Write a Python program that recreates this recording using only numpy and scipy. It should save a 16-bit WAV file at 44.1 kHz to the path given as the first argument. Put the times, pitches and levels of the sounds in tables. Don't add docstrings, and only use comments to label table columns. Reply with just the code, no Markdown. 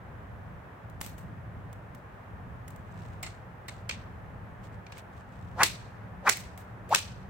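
import sys
import numpy as np
from scipy import signal
from scipy.fft import rfft, irfft
from scipy.io import wavfile
from scipy.ndimage import uniform_filter1d

SR = 44100
rng = np.random.default_rng(int(sys.argv[2]) if len(sys.argv) > 2 else 0)


def dump_mix(stems):
    frames = np.atleast_2d(stems).T
    limited = np.clip(frames, -1, 1)
    pcm = np.round(limited * 32767).astype(np.int16)
    wavfile.write(sys.argv[1], SR, pcm)


N = 321489
TIME = np.arange(N) / SR
CUTOFF_HZ = 16000


def from_db(db):
    return 10 ** (np.asarray(db) / 20)


def unit_rms(x):
    return x / np.sqrt(np.mean(x ** 2) + 1e-20)


def at_hz(points, hz):
    known_hz, values = np.transpose(points)
    return np.interp(np.log(hz + 1), np.log(known_hz), values)


def colour(x, spectrum, size=4096):
    gain = from_db(at_hz(spectrum, np.fft.rfftfreq(size, 1 / SR)))
    cepstrum = irfft(np.log(unit_rms(gain)))
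    cepstrum[1:size // 2] *= 2
    cepstrum[size // 2 + 1:] = 0
    impulse_response = irfft(np.exp(rfft(cepstrum)))
    return signal.oaconvolve(x, impulse_response[None], axes=-1)[:, :N]


def drift(rate_hz, step=16):
    r = np.exp(-2 * np.pi * rate_hz * step / SR)
    slow = signal.lfilter([1], [1, -2 * r, r * r], rng.standard_normal(2 * N // step))[N // step:]
    return np.interp(np.arange(N) / step, np.arange(len(slow)), unit_rms(slow))


def stereo_noise(correlation):
    mid, side = rfft(rng.standard_normal((2, N)))
    mid, side = mid * np.sqrt((1 + correlation) / 2), side * np.sqrt((1 - correlation) / 2)
    return irfft(np.array([mid + side, mid - side]), N)


def evened(x, size=4000):
    return x / np.sqrt(uniform_filter1d(np.mean(x ** 2, axis=0), size) + 1e-12)


def burst(time, rise, decay):
    return np.exp(-np.minimum(np.maximum((time - TIME) / rise, (TIME - time) / decay), 20))


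def resonate(x, hz, width_hz):
    r, w = np.exp(-np.pi * width_hz / SR), 2 * np.pi * hz / SR
    return (1 - r * r) / 2 * signal.lfilter([1, 0, -1], [1, -2 * r * np.cos(w), r * r], x)


def pan(db):
    return from_db([[db / 2], [-db / 2]])


def path_delay(x, samples=2):
    return np.array([np.roll(x[0], samples), x[1]])


# (frequency [Hz], relative level [dB])
RUMBLE_SPECTRUM = [(20, -32), (35, -17.5), (55, -5), (85, -1.5), (112, 1), (140, -6), (185, -7), (240, -18),
                   (400, -31), (1000, -66.5)]
RUSH_SPECTRUM = [(150, -24), (250, -2), (303, -7.5), (557, -3.5), (640, -4), (802, -3.5), (1470, -8.5),
                 (1760, -9), (2050, -14.5), (4490, -36.5), (10900, -42.5), (15200, -40), (16000, -44)]
# (time [s], relative level [dB])
RUMBLE_LEVELS = [(0.0, -49), (0.18, -43), (0.51, -44.5), (0.81, -54), (0.85, -45.5), (1.48, -43),
                 (2.25, -51.5), (2.33, -44.5), (3.29, -45), (3.51, -49.5), (3.76, -44), (4.73, -46.5),
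                 (4.89, -53.5), (5.56, -43), (5.85, -48.5), (7.29, -46)]
# (frequency [Hz], correlation [0-1])
TRAFFIC_CORRELATION = [(30, 0.5), (120, 0.89), (300, 0.89), (650, 0.25), (1400, 0.09), (3000, .15),
                       (6000, 0.07)]
# (frequency [Hz], starting level [dB], final level [dB])
ENGINES = [(106.9, -62, -53), (188.4, -73, -51.5)]


def far_traffic(rumble_db=0.45, lump_db=1.5, rush_db=-50.5, sway_db=0.38, waver_hz=2.53, throb_db=2):
    correlation = at_hz(TRAFFIC_CORRELATION, np.fft.rfftfreq(N, 1 / SR))
    level_db = np.interp(TIME, *np.transpose(RUMBLE_LEVELS)) + rumble_db + lump_db * drift(8)
    rumble = from_db(level_db) * evened(colour(stereo_noise(correlation), RUMBLE_SPECTRUM, size=16384))
    rush = from_db(rush_db + sway_db * drift(2.1)) * colour(stereo_noise(correlation), RUSH_SPECTRUM)
    drones = np.zeros(N)
    for hz, first_db, last_db in ENGINES:
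        phase = 2 * np.pi * np.cumsum(hz + waver_hz * drift(8.27)) / SR
        drones += from_db(np.linspace(first_db, last_db, N) + throb_db * drift(4.8)) * np.sin(phase)
    return rumble + rush + drones


# (frequency [Hz], relative gain [dB])
ECHO_GAINS = [(200, -18), (800, -19), (1500, -20), (2500, -8.5), (4000, -4), (8000, -10.5), (16000, -6.5)]
# (frequency [Hz], relative gain [dB])
DIFFUSE_RESPONSE = [(1800, 3.5), (2400, 4), (3200, -1), (4300, 0), (5200, -0.5), (7000, 1.5), (8650, 3.5),
                    (9200, -3), (12000, -1)]


def bank_echo(x, arrival_s=0.014, rise_s=0.053, near_t60=0.36, far_db=-20, far_t60=1.0,
              logs_s=0.034, logs_spread_s=0.01, logs_db=5, flutter_db=2.0, bands=14):
    t, out = TIME[:SR], np.zeros((2, N))
    swell = np.exp(np.minimum(t - arrival_s, 0) / rise_s)
    logs = from_db(logs_db * np.exp(-((t - logs_s) / logs_spread_s) ** 2))
    near = logs * np.minimum(swell, from_db(-60 * (t - arrival_s) / near_t60))
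    far = from_db(far_db - 60 * t / far_t60) * (t > arrival_s)
    edges, shared_flutter = np.geomspace(200, CUTOFF_HZ, bands + 1), drift(60)
    for low, high in zip(edges, edges[1:]):
        band, hz = signal.butter(3, [low, high], "band", fs=SR, output="sos"), np.sqrt(low * high)
        absorption = from_db(-28 * t * (hz / 8000) ** 2)
        response = (near ** 2 + far ** 2) * absorption ** 2
        energy = np.mean(signal.sosfilt(band, x + 1e-18) ** 2, axis=0)
        scattered = np.abs(signal.oaconvolve(energy, response / response.sum())[:N])
        flutter = (shared_flutter + drift(60)) / np.sqrt(2)
        gain = from_db(at_hz(ECHO_GAINS, hz) + flutter_db * flutter)
        out += gain * np.sqrt(scattered) * unit_rms(signal.sosfilt(band, rng.standard_normal((2, N))))
    return colour(out, DIFFUSE_RESPONSE)


# (time [s], half length [s], level [dB])
SCUFFS = [(3.026, .14, -63.5), (3.783, .04, -68), (4.648, 0.037, -62), (4.74, 0.014, -62),
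          (4.983, 0.018, -49.5), (5.173, 0.039, -66), (5.42, 0.16, -68)]
# (frequency [Hz], relative level [dB])
SAND_SPECTRUM = [(800, -10), (2500, 11), (5000, 2.5), (8600, 2.5), (9500, -11.5), (16000, -7.5)]


def shoe_scuffs(grain_db=5):
    pressure = sum(from_db(db) * np.exp(-np.minimum(((TIME - time) / half_length) ** 2, 20))
                   for time, half_length, db in SCUFFS)
    grains = unit_rms(from_db(grain_db * drift(120)) * stereo_noise(0.18))
    return colour(pressure * grains, SAND_SPECTRUM)


# (time [s], level [dB], decay [s], pitch [Hz], treble gain [dB],
# rebound delay [s], opening tick level [dB])
CLACKS = [(3.2286, -39, 0.017, 2130, 5, 0.034, -32.5), (3.6822, -37.5, 0.0052, 2120, 2.5, 0.009, -39.5),
          (3.892, -27, 0.0043, 2390, -3, .017, -38), (4.864, -50, .003, 2350, -17, 0.0024, -68),
          (4.92, -45, 0.0064, 2160, -2, 0.049, -52)]
# (frequency / pitch [ratio], bandwidth [Hz], relative gain [dB])
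HANDLE_MODES = [(.55, 600, -4.5), (1, 240, 6), (1.33, 387, -2.5), (1.8, 600, -4), (2.75, 900, -7),
                (3.4, 810, -42)]
# (frequency [Hz], bandwidth [Hz], relative gain [dB])
ROD_MODES = [(4350, 15, -6), (6950, 26, -17), (8360, 40, -7)]
# (frequency [Hz], relative level [dB])
CONTACT_SPECTRUM = [(300, -14), (600, 9), (1300, -7), (3000, -13), (8400, 8), (9600, -17), (15500, -37)]


def handle_clacks(seat_s=0.0022, rise_s=0.0011, ring_db=13, contact_db=-6, rod_db=19,
                  rebound_db=-5, rebound_treble_db=2, damping_hz=8500):
    rings, contacts, grit = np.zeros((2, N)), np.zeros((2, N)), stereo_noise(0.18)
    for time, db, decay, pitch_hz, treble_db, rebound_s, _ in CLACKS:
        seated = time + seat_s
        strike = from_db(db) * burst(seated, rise_s, decay) * grit
        rebound = from_db(db + rebound_db) * burst(seated + rebound_s, rise_s, decay / 2) * grit
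        contacts += from_db(contact_db + treble_db) * (strike + from_db(rebound_treble_db) * rebound)
        for k, (ratio, width_hz, mode_db) in enumerate(HANDLE_MODES):
            mode = resonate(strike + rebound, pitch_hz * ratio, width_hz)
            rings += (-1) ** k * from_db(ring_db + mode_db) * mode
    rings = signal.sosfilt(signal.butter(8, damping_hz, fs=SR, output="sos"), rings)
    singing = sum(from_db(rod_db + db) * resonate(contacts, hz, width) for hz, width, db in ROD_MODES)
    return path_delay(rings + singing + colour(contacts, CONTACT_SPECTRUM), samples=4)


# (time [s], level [dB])
TICKS = [(.899, -53), (1.729, -46.5), (1.949, -46.5), (2.680, -40.5), (2.705, -47.5), (2.761, -48.5),
         (4.980, -43.5)]
# (frequency [Hz], relative level [dB])
CLICK_SPECTRUM = [(300, 6), (1500, 6.5), (3000, 4.5), (4300, -4), (8300, 4), (10000, -1), (15500, 3)]


def grip_ticks(rise_s=0.00053, decay_s=0.0037, pan_db=-2):
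    touches = TICKS + [(time, tick_db) for time, *_, tick_db in CLACKS]
    force = sum(from_db(db) * burst(time, rise_s, decay_s) for time, db in touches)
    return path_delay(colour(pan(pan_db) * force * stereo_noise(0.32), CLICK_SPECTRUM))


# (time [s], level [dB])
SNAPS = [(1.006, -47), (1.0132, -22.5), (1.0164, -29), (1.063, -34.5), (1.18, -48), (6.371, -29.5),
         (6.576, -42), (6.891, -47)]


def lash_snaps(rise_s=0.00027, decay_at_0_db_s=0.0001, doubling_db=7, pan_db=1):
    force = sum(from_db(db) * burst(time, rise_s, decay_at_0_db_s * 2 ** (-db / doubling_db))
                for time, db in SNAPS)
    return colour(pan(pan_db) * force * stereo_noise(0.34), CLICK_SPECTRUM)


# (time [s], relative shock level [dB], spray level [dB], spray rise [s],
# spray decay [s], left minus right [dB])
CRACKS = [(5.6327, -3, -11.5, .00042, 0.0054, 0), (5.6348, -11.5, -26, .0009, 0.0026, 4),
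          (6.2922, -16, -21.5, 0.00065, 0.0018, -11), (6.296, -9.5, -15, .0013, 0.0022, -14),
          (6.949, -8, -11.5, 0.0018, 0.0019, 5), (6.9586, -24.5, -19, .0007, 0.0019, -10)]
# (frequency [Hz], relative level [dB])
CRACK_SPECTRUM = [(150, -17), (600, -10), (1300, -2.5), (2200, 1.5), (4200, -3), (5200, -5), (8500, -3),
                  (9400, -10.5), (15000, -15)]


def tip_cracks(shock_gain_db=3, grain_db=4, shock_samples=6):
    out = np.zeros((2, N))
    spray = unit_rms(stereo_noise(0.11) * from_db(grain_db * np.clip(rng.standard_normal(N), -2, 2)))
    n_wave = np.linspace(0.5, -0.5, shock_samples)
    for time, shock_db, spray_db, rise, decay, pan_db in CRACKS:
        shock, start = np.zeros(N), round(time * SR)
        shock[start:start + shock_samples] = from_db(shock_db + shock_gain_db) * n_wave
        out += pan(pan_db) * (shock + from_db(spray_db) * burst(time, rise, decay) * spray)
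    return path_delay(colour(out, CRACK_SPECTRUM))


# (time of top speed [s], rise [s], fall [s], centre pitch [Hz],
# spread to either side [octaves], level [dB], climb as the lash unrolls [octaves])
SWINGS = [(5.619, .028, .018, 1354, 0.95, -19, .03), (6.28, .019, .016, 1446, .92, -18, 0.033),
          (6.931, .021, 0.018, 942, 0.419, -20, 1.5)]
# (frequency [Hz], relative level [dB])
WAKE_SPECTRUM = [(200, -5), (700, -4), (2000, 4.5), (4000, -0.5), (8300, -7), (9500, -11.5), (16000, -16.5)]
DRAUGHT_SPECTRUM = [(60, -21.5), (200, -6), (290, -7.5), (380, 1), (600, -4), (1200, -31.5), (4000, -46.5)]


def rod_swishes(speed_exponent=4.43, wander=0.0423, wander_hz=50, edge_db=-8, wake_db=-16,
                draught_db=-14.5, draught_lag_s=0.013, stretches=16):
    whistle, envelope = np.zeros(N), np.zeros(N)
    eddies = [drift(wander_hz) for _ in range(stretches)]
    for time, rise, fall, hz, spread, db, climb in SWINGS:
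        active = np.abs(TIME - time) < 0.2
        t = TIME[active] - time
        speed = 1 / np.hypot(1, t / np.where(t < 0, rise, fall))
        amplitude = speed ** speed_exponent
        unrolled = np.tanh(np.maximum(t, 0) / fall)
        tones = np.zeros(len(t))
        for place, eddy in zip(np.linspace(-1, 1, stretches), eddies):
            pitch = hz * 2 ** (spread * place + climb * unrolled) * speed * (1 + wander * eddy[active])
            phase = 2 * np.pi * (np.cumsum(pitch) / SR + rng.random())
            tones += from_db(edge_db * place ** 2) * np.sin(phase)
        whistle[active] += from_db(db) * unit_rms(tones * amplitude) * np.sqrt(np.mean(amplitude ** 2))
        envelope[active] += from_db(db) * amplitude
    settle = np.exp(-1 / (draught_lag_s * SR))
    lagging = signal.lfilter([1 - settle], [1, -settle], envelope)
    draught = lagging * evened(colour(stereo_noise(0.96), DRAUGHT_SPECTRUM), size=500)
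    wake = colour(envelope * stereo_noise(0.55), WAKE_SPECTRUM)
    return path_delay(whistle * pan(1.2) + from_db(wake_db) * wake + from_db(draught_db) * draught)


def scene(echo_db=-1, snap_send_db=4, clack_send_db=-1, tick_send_db=-3):
    snaps = lash_snaps()
    swings = rod_swishes() + tip_cracks()
    clacks, ticks = handle_clacks(), grip_ticks()
    toward_banks = (swings + from_db(snap_send_db) * snaps + from_db(clack_send_db) * clacks
                    + from_db(tick_send_db) * ticks)
    echo = from_db(echo_db) * bank_echo(toward_banks)
    return swings + path_delay(snaps) + clacks + ticks + echo + shoe_scuffs() + far_traffic()


def record(dry, ceiling=0.76):
    rounded = ceiling * np.tanh(dry / ceiling)
    return signal.sosfilt(signal.ellip(10, 0.2, 80, CUTOFF_HZ, fs=SR, output="sos"), rounded)


dry = scene()
out = record(dry)
dump_mix(out)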